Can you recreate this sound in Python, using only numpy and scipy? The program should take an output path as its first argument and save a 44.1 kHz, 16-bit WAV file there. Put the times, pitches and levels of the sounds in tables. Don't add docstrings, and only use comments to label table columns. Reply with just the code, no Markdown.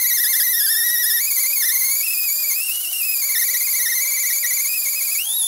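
import sys
import numpy as np
from scipy import signal
from scipy.fft import rfft, irfft, next_fast_len
from scipy.io import wavfile

SR = 44100
rng = np.random.default_rng(int(sys.argv[2]) if len(sys.argv) > 2 else 0)


def to_wav(sig):
    pcm = np.clip(np.atleast_2d(sig), -1, 1) * 32767
    pcm = np.round(pcm).astype(np.int16)
    wavfile.write(sys.argv[1], SR, pcm.T)


N = 241447
TIME_S = np.arange(N) / SR
VANES = 4

# centre in Hz, width in Hz, gain in dB.
STEEL_MODES = [(6860, 200, 5.5), (7700, 65, 3), (8440, 130, 6.5), (10100, 84, 6.5), (10880, 160, 3.5),
               (11760, 230, 3.5), (12540, 100, 4.5), (13200, 130, 2.5), (15270, 160, 2)]


def from_db(db):
    return 10 ** (np.asarray(db) / 20)


def unit_rms(x):
    return x / np.sqrt(np.mean(x ** 2) + 1e-20)


def curves(rows):
    times_s, *columns = np.transpose(rows)
    return [np.interp(TIME_S, times_s, column) for column in columns]


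def coloured(x, points):
    hz, db = np.transpose(points)
    size = next_fast_len(N)
    bins_hz = np.fft.rfftfreq(size, 1 / SR)
    gain = from_db(np.interp(np.log(bins_hz + 1), np.log(hz), db))
    return irfft(rfft(x, size) * gain, size)[..., :N]


def drift(corner_hz):
    step, settle = 20, 2000
    pole = np.exp(-2 * np.pi * corner_hz * step / SR)
    noise = rng.standard_normal(N // step + settle + 2)
    slow = signal.lfilter([1], [1, -2 * pole, pole * pole], noise)[settle:]
    return np.interp(np.arange(N) / step, np.arange(len(slow)), unit_rms(slow))


def resonance_db(modes, hz):
    grid_hz = np.linspace(0, SR / 2, 2048)
    response_db = sum(db * np.exp(-.5 * ((grid_hz - centre) / width) ** 2) for centre, width, db in modes)
    return np.interp(hz, grid_hz, response_db)


def whine(vane_hz, phase, flutter=0.23, wander_rad=0.052, roughness=0.097, steel_share=0.45):
    # multiple of the vane rate, base level in dB.
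    harmonics = [(1, -30.5), (2, -34.5), (3, -26.5), (4, -35.5), (5, -32), (6, -30.5), (7, -30), (8, -37)]
    # centre in Hz, width in Hz, gain in dB.
    housing_modes = [(1764, 8.7, -4.5), (1866, 51, 4.5), (2203, 12, -8.5), (2383, 46.6, -13),
                     (2722, 19, -6.5), (2905, 168, 5), (3090, 105, -12), (3550, 65, 2.5), (4110, 155, -2.5),
                     (5965, 274, -4), (7810, 574, -12), (9295, 273, -28), (11260, 1170, 3), (12040, 890, 3),
                     (13720, 160, -6)]
    # time in seconds, overall gain in dB, octave boost in dB, upper-harmonic boost in dB.
    whine_levels = [(0, -0.1, 3, 3.5), (0.95, -0.9, 0, 3), (1.4, 0.44, .5, 2), (1.9, -0.5, 1.5, 3),
                    (2.45, 0.5, 0, 1.5), (2.8, -2.5, -2, 8), (3.25, 0.1, 2, 0.5), (3.65, -0.5, 0.2, -1.5),
                    (4.2, 2, -2.5, -4), (5.1, 0.6, -3.2, -4.5), (5.35, .5, 2, 1)]
    overall_db, octave_db, upper_db = curves(whine_levels)
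    puff_phase = phase + wander_rad * drift(400)
    blur_db = np.interp(vane_hz, (2550, 3300), [0, 9])
    tone = np.zeros(N)
    for k, base_db in harmonics:
        hz = k * vane_hz
        upper_share = np.clip(k / 3 - 1, 0, 1)
        body_db = resonance_db(housing_modes, hz) + steel_share * resonance_db(STEEL_MODES, hz)
        timbre_db = (k == 2) * octave_db + upper_share * upper_db - (k > 3) * blur_db
        gain = from_db(base_db + body_db + timbre_db) * (1 + flutter * drift(56)) * (hz < SR / 2)
        tone += gain * np.sqrt(2) * np.sin(k * puff_phase + rng.uniform(0, 2 * np.pi))
    return from_db(overall_db) * tone * (1 + roughness * drift(380))


def shaft_tones(vane_hz, phase, flutter_db=3.0):
    # multiple of the shaft rate, base level in dB.
    orders = [(1, -63.5), (2, -63.5), (3, -61), (6, -61), (7, -56), (11, -48), (13, -53), (15, -60),
              (17, -53), (19, -46), (21, -63), (25, -49)]
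    # centre in Hz, width in Hz, gain in dB.
    disc_modes = [(559, 57, 6), (827, 54, 6.5), (1076, 54, 11.5), (1950, 65, 7)]
    unbalance_db = np.interp(vane_hz, (2900, 3400), [0, 7])
    tones = np.zeros(N)
    for order, base_db in orders:
        hz = order / VANES * vane_hz
        line = np.sqrt(2) * np.sin(order / VANES * phase + rng.uniform(0, 2 * np.pi))
        db = base_db + resonance_db(disc_modes, hz) + unbalance_db / order + flutter_db * drift(60)
        tones += from_db(db) * (hz < SR / 2) * line
    return tones


def rubbed(excitation):
    # frequency in Hz, relative density in dB.
    spectrum = [(300, -35), (1100, -23), (1500, -23), (2100, -24.5), (2900, -25.5), (3700, -17.5),
                (4500, -12.5), (5700, -12.5), (6600, -12.5), (7900, -13), (9300, -9), (10100, -3.5),
                (12500, -3), (13800, -11), (15600, -5)]
    hz = np.geomspace(20, SR / 2, 1500)
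    steel_response = np.c_[hz, resonance_db(STEEL_MODES, hz)]
    return unit_rms(coloured(coloured(excitation, spectrum), steel_response))


def hiss(phase, swell_db, base_db=-26, puff_depth=0.25, rub_depth=0.22, flutter_db=2.3, split_hz=9600):
    pulsing = 1 + puff_depth * np.cos(phase) + rub_depth * np.cos(phase / VANES)
    noise = rubbed(rng.standard_normal(N) * pulsing)
    low = signal.sosfiltfilt(signal.butter(6, split_hz, fs=SR, output="sos"), noise)
    top_gain = from_db(swell_db + flutter_db * drift(54))
    low_gain = from_db(0.25 * swell_db + flutter_db * drift(34))
    return from_db(base_db) * ((noise - low) * top_gain + low * low_gain)


def grit(swell_db, base_db=-34, grains_per_s=6000, spread_db=2.5):
    sizes = from_db(spread_db * np.minimum(rng.exponential(1, N), 4))
    signs = rng.choice([-1, 1], N)
    clicks = sizes * signs * (rng.random(N) < grains_per_s / SR)
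    return from_db(base_db + swell_db) * rubbed(clicks)


def shop_background(rumble_db=-66):
    # frequency in Hz, rms level in dB.
    hum_lines = [(107.7, -77.5), (479.1, -69.5)]
    # frequency in Hz, relative density in dB.
    rumble_spectrum = [(20, 3), (60, 1), (110, 1), (170, 1.5), (330, 8), (550, -1), (800, -24),
                       (1500, -14.5)]
    hum = sum(from_db(db) * np.sqrt(2) * np.sin(2 * np.pi * hz * TIME_S + .5 * drift(1.2))
              for hz, db in hum_lines)
    rumble = unit_rms(coloured(rng.standard_normal(N), rumble_spectrum))
    return hum + from_db(rumble_db) * rumble


def bite(peak_s, width_s=.025, skew=1.27):
    friction = np.zeros(N)
    near = slice(*np.searchsorted(TIME_S, [peak_s - .25, peak_s + .25]))
    age = (TIME_S[near] - peak_s) / width_s
    skewed_age = age * np.where(age < 0, skew, 1 / skew)
    friction[near] = (1 + skewed_age ** 2) ** -1.5
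    return friction


def disc_drag_hz():
    # time in seconds, drop in Hz, width in seconds.
    jolts = [(0.027, -200, 0.017), (0.081, -330, 0.027), (0.14, -160, 0.022), (0.668, 160, 0.016),
             (1.047, 100, 0.018), (1.381, 290, 0.061), (1.454, 200, 0.03), (1.757, -140, 0.042),
             (2.231, -170, 0.027), (2.518, 300, 0.034), (2.77, -180, 0.016), (2.922, -220, 0.052),
             (3.39, 140, 0.022), (3.454, -100, 0.04), (3.541, 130, 0.016), (3.97, 130, 0.014),
             (4.25, 150, 0.024), (4.312, 270, 0.02), (4.732, -200, 0.041), (4.963, -210, 0.028),
             (5.259, -100, 0.021), (5.426, 230, 0.025)]
    # first and last bite in seconds, bite count, first and last drop in Hz.
    bounce_spells = [(0.05, 0.253, 4, 260, 570), (0.342, 0.411, 2, 580, 730), (0.475, 0.816, 6, 330, 190),
                     (0.894, 1.184, 5, 130, 350), (1.252, 1.571, 6, 450, 260), (1.634, 1.944, 6, 620, 60),
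                     (2.011, 2.365, 6, 360, 120), (2.448, 2.595, 3, 250, 120), (2.694, 3.023, 5, 320, 310),
                     (3.088, 3.3, 4, 150, 370), (3.362, 3.68, 6, 750, 640), (3.74, 4.119, 7, 590, 390),
                     (4.177, 4.371, 4, 460, 350), (4.447, 4.797, 6, 670, 210), (4.87, 5.16, 5, 380, 440)]
    drag_hz = sum(drop_hz * bite(peak_s, width_s) for peak_s, drop_hz, width_s in jolts)
    for first_s, last_s, count, first_hz, last_hz in bounce_spells:
        for peak_s, drop_hz in np.linspace((first_s, first_hz), (last_s, last_hz), count):
            drag_hz += drop_hz * bite(peak_s)
    return drag_hz


def reflections(x, t60_s, build_s):
    age_s = TIME_S[:SR // 2]
    envelope = from_db(-60 * age_s / t60_s) * (1 - np.exp(-age_s / build_s))
    tail = rng.standard_normal(len(age_s)) * envelope
    return signal.fftconvolve(x, tail / np.sqrt(np.sum(tail ** 2)))[:N]


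def microphone_ports(mid):
    # frequency in Hz, side minus mid in dB.
    width = [(100, -47), (700, -88), (1300, -31), (2400, -11.5), (4400, -12), (8000, -12.5), (15000, -14)]
    # frequency in Hz, side minus mid in dB.
    left_bias = [(700, -50), (1300, -25), (15000, -25.5)]
    nearby = reflections(mid, t60_s=.06, build_s=.0005)
    side = coloured(nearby, width) + coloured(mid, left_bias)
    return np.array([mid + side, mid - side])


def scene(speed_jitter=0.0055, working_hz=2290, scrape_db_per_hz=0.006, speed_db_per_hz=0.002):
    # time in seconds, vane rate in Hz.
    free_speed = [(0.0, 2030), (0.42, 2420), (0.62, 1940), (1.17, 2070), (1.26, 2760), (1.53, 2720),
                  (1.6, 2390), (1.95, 2290), (2.06, 2890), (2.29, 2430), (2.55, 2640), (2.8, 3090),
                  (3.24, 2470), (3.67, 2850), (3.89, 2350), (4.01, 2540), (4.54, 2610), (4.94, 2530),
                  (5.19, 2730), (5.37, 3840), (5.47, 3550)]
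    # time in seconds, gain in dB.
    noise_levels = [(0, 0), (0.5, 0.5), (0.72, -5), (0.95, 2), (1.15, -3), (1.9, 1.5), (2.55, -2.7),
                    (3.1, 0.2), (3.8, 0.5), (4.25, -0.5), (4.9, 1.5), (5.15, 0.8), (5.35, -4.5)]
    free_hz, = curves(free_speed)
    noise_db, = curves(noise_levels)
    drag_hz = disc_drag_hz()
    vane_hz = (free_hz - drag_hz) * (1 + speed_jitter * drift(50.2))
    phase = 2 * np.pi * np.cumsum(vane_hz) / SR
    swell_db = noise_db + scrape_db_per_hz * drag_hz + speed_db_per_hz * (free_hz - working_hz)
    tool = whine(vane_hz, phase) + shaft_tones(vane_hz, phase) + hiss(phase, swell_db) + grit(swell_db)
    room = from_db(-14) * reflections(tool, t60_s=0.15, build_s=0.0031)
    return microphone_ports(tool + room + shop_background())


def record(dry, cutoff_hz=15700):
    return signal.sosfilt(signal.ellip(12, .2, 90, cutoff_hz, fs=SR, output="sos"), dry)


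dry = scene()
out = record(dry)
to_wav(out)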